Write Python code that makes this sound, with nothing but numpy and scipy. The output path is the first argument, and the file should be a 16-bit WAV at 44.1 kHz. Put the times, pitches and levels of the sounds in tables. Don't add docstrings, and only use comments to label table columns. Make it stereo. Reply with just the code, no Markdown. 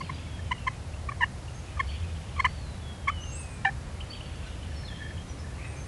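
import sys
import numpy as np
from scipy import signal
from scipy.fft import rfft, irfft
from scipy.io import wavfile
from scipy.ndimage import uniform_filter1d

SR = 44100
rng = np.random.default_rng(int(sys.argv[2]) if len(sys.argv) > 2 else 0)


def volts_from_db(level):
    exponent = np.asarray(level, float) / 20
    return 10 ** exponent


def output_pcm(signal):
    pcm = np.clip(np.atleast_2d(signal).T, -1, 1) * 32767
    wavfile.write(sys.argv[1], SR, np.round(pcm).astype(np.int16))


N = 258867


def level(x, db):
    return x * volts_from_db(db) / np.sqrt(np.mean(x ** 2))


def on_log(table, hz):
    f, v = np.transpose(table)
    return np.interp(np.log(np.maximum(hz, 1)), np.log(f), v)


def unroll(table):
    s, *columns = np.transpose(table)
    at = np.arange(int(s[0] * SR), min(int(s[-1] * SR), N))
    gate = np.minimum(1, np.minimum(at - at[0], at[-1] - at) / 88)
    return at, gate, [np.interp(at / SR, s, c) for c in columns]


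def peaks(events, rise_db_per_s, fall_db_per_s):
    t = np.arange(N) / SR
    slopes = [db - np.maximum(rise_db_per_s * (s - t), fall_db_per_s * (t - s)) for s, db in events]
    return np.max(slopes, axis=0)


def resonance(x, hz, width_hz):
    return signal.lfilter(*signal.iirpeak(hz, hz / width_hz, SR), x)


def band(x, lo_hz, hi_hz):
    return signal.sosfiltfilt(signal.butter(4, (lo_hz, hi_hz), "band", fs=SR, output="sos"), x)


def walk(rate):
    k = int(SR / rate)
    steps = np.repeat(rng.standard_normal(N // k + 1), k)
    return uniform_filter1d(uniform_filter1d(steps, k), k)[:N] * 1.409


def ports(x, lag, left_db):
    turn = np.exp(-1j * np.pi * lag * np.arange(N // 2 + 1) / N)
    left = irfft(rfft(x) * turn, N) * volts_from_db(left_db / 2)
    right = irfft(rfft(x) / turn, N) * volts_from_db(-left_db / 2)
    return np.array([left, right])


def cluck_shape(start, length, pitch_hz, tone_db, over_db):
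    t = np.linspace(0, length, 40)
    lift = 0.1 * np.exp((t - length) / 0.005)
    tense = 0.32 * (1202 - pitch_hz) * np.exp(-(t / 0.0051) ** 2)
    hz = pitch_hz * (1 + lift) + tense
    opening = 20 * np.maximum(1 - t / 0.0065, 0) ** 2
    closing = 32 * np.maximum(1 - (length - t) / 0.008, 0) ** 2
    sag = 80 * t
    peak = min(0.0098, length / 2)
    dull = np.maximum(17 * (1 - t / peak), 11 * (t - peak) / (length - peak))
    return np.transpose([start + t, hz, tone_db - (opening + closing) - sag, over_db - dull])


def membrane(shake, wheeze):
    # start t/s, length t/s, pitch f/Hz, fundamental level/dB, overtones level/dB
    clucks = [
        (.005, 0.019, 1028, -32.5, -44.5),
        (0.092, 0.016, 1010, -31, -43.5),
        (0.509, 0.023, 982, -26, -31.5),
        (0.666, 0.025, 1025, -25, -32.5),
        (1.086, 0.016, 1126, -28, -37.5),
        (1.115, 0.012, 1054, -33, -49),
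        (1.77, 0.017, 1184, -39.5, -55),
        (1.792, 0.023, 1054, -25, -31.5),
        (2.36, 0.02, 1160, -43, -50),
    ]
    # t/s, pitch f/Hz, fundamental level/dB, overtones level/dB
    yelps = [
        [(2.378, 1233, -38, -50), (2.39, 1080, -38, -52), (2.395, 1038, -34, -38), (2.399, 1070, -22, -31.5),
         (2.404, 1080, -22.5, -28.5), (2.409, 1110, -36, -38), (2.413, 1250, -50, -48)],
        [(2.442, 1280, -55, -52), (2.446, 1134, -21, -39), (2.449, 1020, -23, -31), (2.452, 1012, -21, -26),
         (2.461, 1033, -24, -30), (2.467, 1210, -28, -43), (2.472, 1250, -59, -47)],
        [(1.201, 1125, -46, -60), (1.206, 1097, -40, -55), (1.21, 1044, -28, -39), (1.222, 942, -28.5, -39.5),
         (1.23, 979, -31.5, -38.5), (1.236, 900, -28.5, -42), (1.243, 1090, -28, -45), (1.248, 1060, -50, -41)],
        [(3.071, 1145, -44, -60), (3.075, 1170, -30, -52), (3.079, 1150, -26.5, -36), (3.084, 1034, -22.5, -32),
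         (3.09, 1153, -28, -29), (3.096, 1160, -28, -33), (3.101, 1230, -24, -46), (3.107, 1260, -44, -58)],
        [(3.646, 1026, -50, -66), (3.649, 1008, -34, -52), (3.6505, 990, -26.5, -31), (3.652, 960, -24, -30),
         (3.655, 801, -25, -40), (3.665, 775, -28, -38.5), (3.678, 783, -29, -43.5), (3.683, 790, -32, -50),
         (3.692, 802, -32, -49), (3.699, 810, -58, -61)],
    ]
    # f/Hz, level/dB
    throat = [(1500, 4.5), (2100, 7.5), (3100, -1), (3500, -8.5), (3900, 1.5), (5000, -21), (6100, -20),
              (8000, -73), (10000, -55)]
    multiples = (0, 0, -2, 0, 0, 0, 0, 0)
    hoarse_db = 2.5
    out = np.zeros(N)
    flicker = np.roll(uniform_filter1d(shake, size=90), 7000) * 1.3
    for call in [cluck_shape(*c) for c in clucks] + yelps:
        at, gate, (hz, tone_db, over_db) = unroll(call)
        phase = 2 * np.pi * np.cumsum(hz * (1 + .016 * shake[at])) / SR
        over = volts_from_db(-8.5) * wheeze[at]
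        for k, db in enumerate(multiples, start=2):
            over_level = on_log(throat, k * hz) + db + hoarse_db * flicker[at + 900 * k]
            over = over + volts_from_db(over_level) * np.cos(k * phase)
        out[at] += np.sqrt(2) * gate * (volts_from_db(tone_db) * np.cos(phase) + volts_from_db(over_db) * over)
    return out


def windpipe(shake):
    # loudest t/s, level/dB
    rings = [(.016, -45), (.101, -43.5), (0.52, -35), (.681, -29.5), (1.091, -41), (1.122, -40),
             (1.214, -31), (1.2245, -26), (1.236, -15), (1.241, -36), (1.773, -45), (1.807, -25.5),
             (2.41, -36), (2.454, -24), (2.467, -33), (3.083, -33.5), (3.095, -35), (3.655, -16.5),
             (3.661, -33), (3.667, -38), (3.671, -32), (3.677, -25.5), (3.688, -40), (3.694, -32),
             (3.7, -46)]
    # loudest t/s, level/dB
    high_rings = [
        (.519, -38),
        (1.224, -44),
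        (1.232, -27.5),
        (1.24, -31),
        (1.248, -41),
        (1.254, -49),
        (2.453, -34),
        (2.462, -38),
        (3.652, -36),
        (3.66, -40),
    ]
    swell_s, fade_s, width_hz = 0.0031, 0.0033, 49.8
    out = np.zeros(N)
    for events, hz in ((rings, 1780), (high_rings, 2850)):
        swell = np.zeros(N)
        for s, db in events:
            late = np.arange(N) / SR - s
            swell += volts_from_db(db) * np.exp(-(late / np.where(late < 0, swell_s, fade_s)) ** 2 / 2)
        phase = 2 * np.pi * np.cumsum(hz + width_hz * np.roll(shake, -500)) / SR
        out += np.sqrt(2) * swell * np.sin(phase)
    return out


def purr(wheeze):
    # t/s, peak level/dB
    pulses = [(0.391, -43.5), (4.718, -48), (4.8326, -47.5), (4.901, -49), (4.9156, -47), (4.925, -42),
              (4.948, -53), (4.977, -53), (4.9928, -48), (5.0045, -41), (5.0147, -41), (5.0199, -41.5),
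              (5.0304, -45), (5.048, -44), (5.0608, -40.5), (5.085, -46), (5.106, -42), (5.119, -53),
              (5.1656, -51), (5.186, -51), (4.884, -51), (5.442, -47), (5.4846, -53), (5.521, -50)]
    # loudest t/s, level/dB
    breath = [
        (4.74, -62),
        (4.92, -58),
        (5.03, -51),
        (5.09, -53),
        (5.17, -60),
        (5.47, -67),
    ]
    low_hz, high_hz = 1762, 2200
    haze = level(resonance(wheeze, low_hz, 160), 0) + level(resonance(wheeze, high_hz, 200), -9)
    out = haze * volts_from_db(peaks(breath, 150, 120))
    t = np.arange(1500) / SR
    swell = (t / 0.0029) * np.exp(1 - t / 0.0034)
    tone = np.sin(2 * np.pi * low_hz * t) + volts_from_db(-17) * np.sin(2 * np.pi * high_hz * t)
    for s, db in pulses:
        out[int(s * SR):][:1500] += volts_from_db(db + 2.5) * swell * tone
    return out


def hen():
    shake = walk(400)
    wheeze = level(resonance(rng.standard_normal(N), 1950, 560), 0)
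    return membrane(shake, wheeze) + windpipe(shake) + purr(wheeze)


def beak_air(turkey):
    hiss = level(band(rng.standard_normal((2, N)), 4500, 10500), 0)
    return volts_from_db(-37.5) * uniform_filter1d(abs(turkey), size=220) * hiss


def whistle(notes, waver, flutter_db):
    out, shake, flutter = np.zeros(N), walk(120), walk(50)
    for note in notes:
        at, gate, (hz, db) = unroll(note)
        phase = 2 * np.pi * np.cumsum(hz * (1 + waver * shake[at])) / SR
        out[at] += np.sqrt(2) * gate * volts_from_db(db + flutter_db * flutter[at]) * np.sin(phase)
    return out


def falling_whistles():
    # t/s, f/Hz, level/dB
    glides = [
        [(0.03, 4300, -57), (.08, 4200, -58), (.13, 3940, -59), (.18, 3780, -60)],
        [(.245, 3460, -57), (.35, 3290, -59), (.43, 3130, -58), (.5, 3020, -58), (.6, 2750, -57),
         (.7, 2565, -60), (.79, 2450, -61)],
        [(2.33, 3980, -70), (2.38, 4200, -59), (2.42, 4370, -52), (2.48, 4500, -51), (2.54, 4650, -61),
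         (2.6, 4390, -55), (2.67, 4090, -55), (2.74, 3930, -56.5), (2.8, 3860, -69)],
        [(2.81, 3490, -58), (2.84, 3400, -53.5), (2.92, 3305, -50), (3.0, 3274, -61.5), (3.1, 3060, -49.5),
         (3.25, 2850, -51), (3.45, 2550, -54.5), (3.66, 2290, -61)],
    ]
    return whistle(glides, .003, 1.5)


def note_shape(start, length, from_hz, to_hz, db):
    u = np.linspace(0, 1, 20)
    peak = min(0.018 / length, .6)
    bend = 1.5 + max(to_hz - from_hz, 0) / length / 5000
    soft = np.maximum(13 * (1 - u / peak), 8 * (u - peak) / (1 - peak))
    return np.transpose([start + length * u, to_hz + (from_hz - to_hz) * (1 - u) ** bend, db - soft])


def far_song():
    # start t/s, length t/s, first f/Hz, last f/Hz, level/dB
    far_notes = [(1.528, 0.091, 6340, 6500, -58), (1.62, .045, 6650, 7000, -57),
                 (3.2, 0.064, 5890, 6210, -45.5), (3.26, 0.081, 6200, 6530, -45),
                 (3.4, .04, 6480, 6490, -52), (3.5, .05, 8090, 8100, -54), (3.316, 0.041, 7360, 7770, -41),
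                 (3.339, 0.046, 7850, 8130, -40.5), (3.38, 0.041, 8250, 8830, -42),
                 (1.864, 0.02, 3700, 4480, -47), (1.892, .016, 4480, 4490, -50),
                 (1.908, .016, 4520, 4520, -51), (1.99, .02, 4420, 4450, -58),
                 (4.097, 0.024, 3930, 4530, -42), (4.25, .02, 4560, 4480, -54),
                 (4.152, .022, 4480, 4480, -56), (4.22, .06, 4500, 4510, -60),
                 (4.453, .03, 4050, 4000, -49), (4.458, .025, 1530, 1480, -48),
                 (4.983, 0.022, 3280, 3380, -48), (4.886, 0.06, 4230, 4180, -60),
                 (5.542, .022, 2850, 2720, -54), (4.52, .11, 5160, 4920, -63),
                 (4.702, 0.03, 5850, 5700, -57), (4.728, .03, 5680, 5430, -51),
                 (4.762, 0.04, 5370, 5310, -44.5), (4.81, .1, 5300, 5290, -55),
                 (4.682, .07, 4420, 4340, -64), (4.745, 0.065, 4420, 4290, -53),
                 (4.838, 0.029, 4410, 4170, -39.5), (4.86, .018, 4150, 3800, -49),
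                 (4.875, 0.022, 3720, 3430, -43), (4.898, 0.031, 3410, 3225, -45.5),
                 (4.93, .05, 3200, 3140, -49.5), (5.014, 0.084, 3220, 3240, -49.5),
                 (5.07, .16, 3240, 3240, -53.5), (5.28, 0.075, 5950, 5850, -53),
                 (.925, .05, 2750, 2710, -55), (.97, .045, 3030, 3000, -59),
                 (5.374, 0.038, 5400, 5200, -51), (5.2, .09, 3240, 3240, -58), (4.33, .09, 4500, 4480, -60),
                 (4.46, .018, 5550, 5650, -54), (4.123, .015, 4950, 5050, -56)]
    return whistle([note_shape(*w) for w in far_notes], .007, 2.5)


def thin_song():
    # t/s, f/Hz, level/dB
    thin_notes = [
        [(5.628, 7750, -56), (5.642, 8250, -50), (5.652, 8520, -43), (5.664, 8680, -42), (5.688, 8650, -42),
         (5.702, 8520, -47), (5.722, 8480, -50), (5.737, 8380, -51), (5.75, 8600, -54)],
        [(5.735, 8100, -61), (5.745, 7600, -59), (5.755, 6600, -62)],
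        [(5.76, 6290, -58), (5.772, 6310, -48), (5.79, 6320, -47), (5.81, 6330, -51), (5.82, 6280, -49),
         (5.83, 6310, -56), (5.852, 6320, -53), (5.862, 6320, -57)],
        [(5.833, 7400, -57), (5.843, 7750, -53), (5.85, 8400, -45), (5.858, 8600, -41), (5.87, 8750, -41)],
    ]
    return whistle(thin_notes, .003, 2.5)


def syllable(out_len, from_hz, to_hz):
    u = np.linspace(0, 1, out_len)
    hz = to_hz + (from_hz - to_hz) * (1 - u) ** (1.2 + max(to_hz - from_hz, 0) / 900)
    return np.sin(np.pi * u ** 1.3) * np.sin(2 * np.pi * np.cumsum(hz) / SR)


def chirps():
    # t/s, peak level/dB, first f/Hz, last f/Hz
    syllables = [(.006, -42, 4370, 4950), (.168, -48, 4900, 4750), (.255, -50, 4800, 4850),
                 (.021, -45, 3180, 2600), (.043, -44, 2880, 3300), (.06, -44, 2900, 2200),
                 (.0, -43, 4250, 4540), (.163, -51, 2350, 2600), (.14, -42, 4400, 4900),
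                 (.179, -45, 2920, 3400), (.19, -44, 2790, 2450), (.265, -44, 2300, 2150),
                 (.577, -40, 2720, 3000), (.933, -47, 1920, 2760), (1.478, -42, 2580, 2920),
                 (1.677, -46.5, 3020, 2260), (1.885, -39, 3330, 2860), (1.896, -40, 2900, 3370),
                 (1.913, -43, 2970, 2100), (2.021, -43, 2740, 3290), (2.038, -45, 2900, 2340),
                 (2.165, -48, 2520, 3280), (2.284, -46.5, 2470, 3200), (2.358, -43, 3000, 3250),
                 (3.23, -38.5, 2680, 3120), (3.996, -47, 2620, 3300), (4.002, -34.5, 1700, 3150),
                 (4.012, -46, 3300, 2900), (4.016, -51, 2920, 3070), (4.398, -49, 2300, 2900),
                 (4.428, -45, 2450, 2800), (4.447, -47, 2700, 2300), (4.1, -48, 2500, 2750),
                 (4.112, -50, 2600, 2400), (4.255, -52, 2900, 3150), (4.295, -49, 2500, 2350),
                 (4.118, -43, 2920, 3180), (4.129, -37, 2750, 3350), (4.146, -42, 3110, 2260),
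                 (4.17, -45, 2650, 3200), (4.203, -37, 2100, 3050), (4.143, -48, 3400, 3800),
                 (4.476, -47, 3050, 2800), (.02, -48, 4950, 4500), (4.212, -49, 2870, 3030),
                 (4.221, -48, 2970, 3100), (4.627, -42, 2930, 3050), (5.176, -42.5, 2760, 3180)]
    ticks = [(3.299 + k * .068, -47.5, 4350, 5200) for k in range(3)]
    shortest_s, sweep_hz_per_s = 0.0101, 244000
    out = np.zeros(N)
    for s, db, from_hz, to_hz in syllables + ticks:
        size = int((shortest_s + abs(to_hz - from_hz) / sweep_hz_per_s) * SR)
        out[int(s * SR):][:size] += volts_from_db(db) * syllable(size, from_hz, to_hz)
    return out


def faint_babble():
    # loudest t/s, level/dB
    bouts = [
        (0, -50.5),
        (1.67, -54.5),
        (1.93, -49.5),
        (2.04, -51),
        (2.17, -55),
        (2.36, -55),
        (4.17, -50),
        (4.25, -52),
        (4.42, -55),
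        (4.48, -53),
    ]
    out = np.zeros(N + SR)
    for k, (late, a, b, db) in enumerate(rng.random((N // 300, 4))):
        sweep = syllable(500, 2000 + 1700 * a, 2100 + 1600 * b)
        out[int((k + late) * 300):][:500] += volts_from_db(6 * db) * sweep
    return level(out[:N], 0) * volts_from_db(peaks(bouts, 141, 29))


def squawk():
    # t/s, f/Hz, level/dB, overtones level/dB
    calls = [
        [(5.578, 560, -50, -20), (5.597, 600, -46, -20), (5.608, 720, -50, -20)],
        [(5.59, 1103, -60, -20), (5.6, 1130, -47, -20), (5.609, 1149, -38, -20), (5.62, 1144, -40, -20),
         (5.626, 1310, -42.5, -20), (5.636, 1200, -46, -15), (5.65, 1290, -40, -13), (5.68, 1280, -45.5, -7),
         (5.71, 1270, -48, -9), (5.75, 1200, -50, -18), (5.81, 1150, -54, -18)],
        [(4.462, 1510, -54, -15), (4.472, 1475, -49, -15), (4.495, 1400, -53, -15)],
    ]
    out, shake, rattle = np.zeros(N), walk(250), walk(90)
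    rasp = level(resonance(resonance(rng.standard_normal(N), 2150, 900), 2150, 800), -3.5)
    for call in calls:
        at, gate, (hz, db, over_db) = unroll(call)
        phase = 2 * np.pi * np.cumsum(hz * (1 + 0.022 * shake[at])) / SR
        others = volts_from_db(-7) * np.sin(phase) + volts_from_db(3.5) * np.sin(1.55 * phase)
        others += volts_from_db(-4) * np.sin(3 * phase) + volts_from_db(-14) * np.sin(4 * phase)
        voice = np.sin(2 * phase) + volts_from_db(over_db) * others + rasp[at]
        out[at] += gate * volts_from_db(db - 2.5 + 2.8 * rattle[at]) * voice
    return out


def trunks(x, t60, gap_s):
    t = np.arange(SR) / SR
    noise = rng.standard_normal((2, SR))
    dull = signal.sosfilt(signal.butter(4, 7000, fs=SR, output="sos"), noise)
    bright = volts_from_db(2.5) * (noise - dull)
    tail = dull * volts_from_db(-60 * t / t60) + bright * volts_from_db(-60 * t / t60 / .7)
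    tail = tail * (1 - np.exp(-t / gap_s))
    tail = tail / np.sqrt(np.sum(tail ** 2, axis=1, keepdims=True))
    return signal.fftconvolve(x[None], tail)[:, :N]


def leaves(x, samples):
    t = np.arange(N)
    return np.array([np.interp(t + samples * walk(45), t, c) * volts_from_db(2.5 * walk(40)) for c in x])


def rustle():
    # loudest t/s, level/dB
    scuffs = [
        (1.48, -59),
        (1.66, -57),
        (4.003, -56),
        (4.465, -53),
        (4.49, -58),
    ]
    noise = resonance(rng.standard_normal((2, N)), 2600, 4000)
    return level(noise, 0) * volts_from_db(peaks(scuffs, 900, 250))


def drone():
    # start t/s, end t/s, first level/dB, last level/dB
    swells = [
        (0, 0.446, -44, -28.5),
        (.55, 1.1, -62, -61),
        (1.77, 2.222, -23, -24),
        (2.32, 2.694, -55, -26.5),
        (2.9, 3.06, -43, -53),
        (3.14, 3.56, -27, -36),
        (3.58, 3.77, -48, -27),
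        (3.84, 4.81, -54, -26.5),
        (5, 5.87, -29.5, -42),
    ]
    t = np.arange(N) / SR
    slopes = []
    for a, b, first, last in swells:
        outside_s = np.maximum(np.maximum(a - t, t - b), 0)
        slopes.append(np.interp(t, (a, b), (first, last)) - 302 * outside_s)
    phase = 2 * np.pi * np.cumsum(76 + 4.48 * walk(8)) / SR
    note = np.sin(phase) * volts_from_db(1.4 * walk(12)) + volts_from_db(-15 + 2.1 * walk(20)) * np.sin(2 * phase)
    return ports(note * volts_from_db(np.max(slopes, axis=0) - 9.5), lag=2.7, left_db=2.5)


def passing():
    # nearest t/s, level/dB
    vehicles = [
        (0, -44),
        (.5, -46),
        (1.1, -47),
        (2.5, -45),
        (3.9, -48),
        (4.85, -47),
    ]
    hum = level(resonance(resonance(rng.standard_normal(N), 130, 70), 130, 70), 0)
    return ports(hum * volts_from_db(peaks(vehicles, 30, 18)), lag=3.5, left_db=2.2)


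def woods():
    # f/Hz, level/dB per Hz
    spectrum = [(12, -54), (20, -20), (75, 1), (229, -17.5), (411, -23.5), (522, -22), (1010, -27),
                (1280, -28.5), (1770, -30), (3080, -34.5), (3340, -36), (3710, -35), (4020, -35.5),
                (4970, -36), (11300, -41.5), (14700, -87), (22000, -120)]
    # f/Hz, share/1
    shared = [(20, .9), (60, .995), (250, 0.86), (700, 0.78), (1500, 0.44), (3000, 0.74), (4500, 0.45),
              (6000, 0.031), (11000, 0.031)]
    # f/Hz, level/dB
    left_lead = [(25, 1.8), (60, 1), (1000, 1.5), (3600, 5), (11000, 5)]
    hz = np.arange(N // 2 + 1) * SR / N
    share = np.clip(on_log(shared, hz), 0, 1)
    both = ports(rng.standard_normal(N), lag=2.45, left_db=1.0)
    mix = np.sqrt(share) * rfft(both) + np.sqrt(1 - share) * rfft(rng.standard_normal((2, N)))
    mix = mix * volts_from_db(on_log(spectrum, hz) + np.array([[.5], [-.5]]) * on_log(left_lead, hz))
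    octave = np.log2(np.clip(hz, 40, 40 * 2 ** 8) / 40)
    wash = np.zeros((2, N))
    for k in range(9):
        weight = np.clip(1 - abs(octave - k), 0, 1)
        wash += irfft(mix * weight, N) * volts_from_db(1.3 * walk(1.5) / (1 + .3 * k))
    return level(wash, -37.5)


def scene():
    turkey = hen()
    treble = band(turkey, 3500, 11000)
    direct = ports(turkey - treble, lag=4.5, left_db=3.0) + ports(treble, lag=5.7, left_db=-4.5)
    hen_tail = volts_from_db(-22) * trunks(resonance(turkey, 2100, 2500), 0.36, 0.0028)
    near_hen = direct + beak_air(turkey) + leaves(hen_tail, samples=14)

    glides, song, thin = falling_whistles(), far_song(), thin_song()
    high = signal.sosfiltfilt(signal.butter(10, 5900, "high", fs=SR, output="sos"), song)
    low = song - high
    warble, babble, caw = chirps(), faint_babble(), squawk()
    far = ports(glides + low, lag=2.6, left_db=1.5) + ports(warble + babble / 2, lag=3.0, left_db=1.2)
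    far = far + ports(caw, lag=2.1, left_db=1.4) + ports(thin, lag=2.55, left_db=0)
    far = far + volts_from_db(-4) * ports(high, lag=1.1, left_db=3.0)

    echoed = volts_from_db(-7) * glides + volts_from_db(-5.5) * warble + babble + volts_from_db(-5) * (low + caw) + volts_from_db(-4) * high
    wet = trunks(echoed, 0.81, 0.0041) + volts_from_db(-11) * trunks(thin, .6, .004)
    return near_hen + far + leaves(wet, samples=4.5) + rustle() + drone() + passing() + woods()


def roll_off(x):
    return signal.sosfilt(signal.butter(12, 12220, fs=SR, output="sos"), x)


def record(dry):
    top_hz, spare_hz = 11290, 10250
    hz, spectrum = np.arange(N // 2 + 1) * SR / N, rfft(dry)
    spare = irfft(spectrum * (hz > spare_hz) * (hz < top_hz), N)
    busy = uniform_filter1d(resonance(dry[0], 1500, 1500) ** 2, 2048) > volts_from_db(-35) ** 2
    kept = irfft(spectrum * (hz <= spare_hz), N) + spare * (1 - uniform_filter1d(1. 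* busy, 400))
    return roll_off(kept)


dry = scene()
out = record(dry)
output_pcm(out)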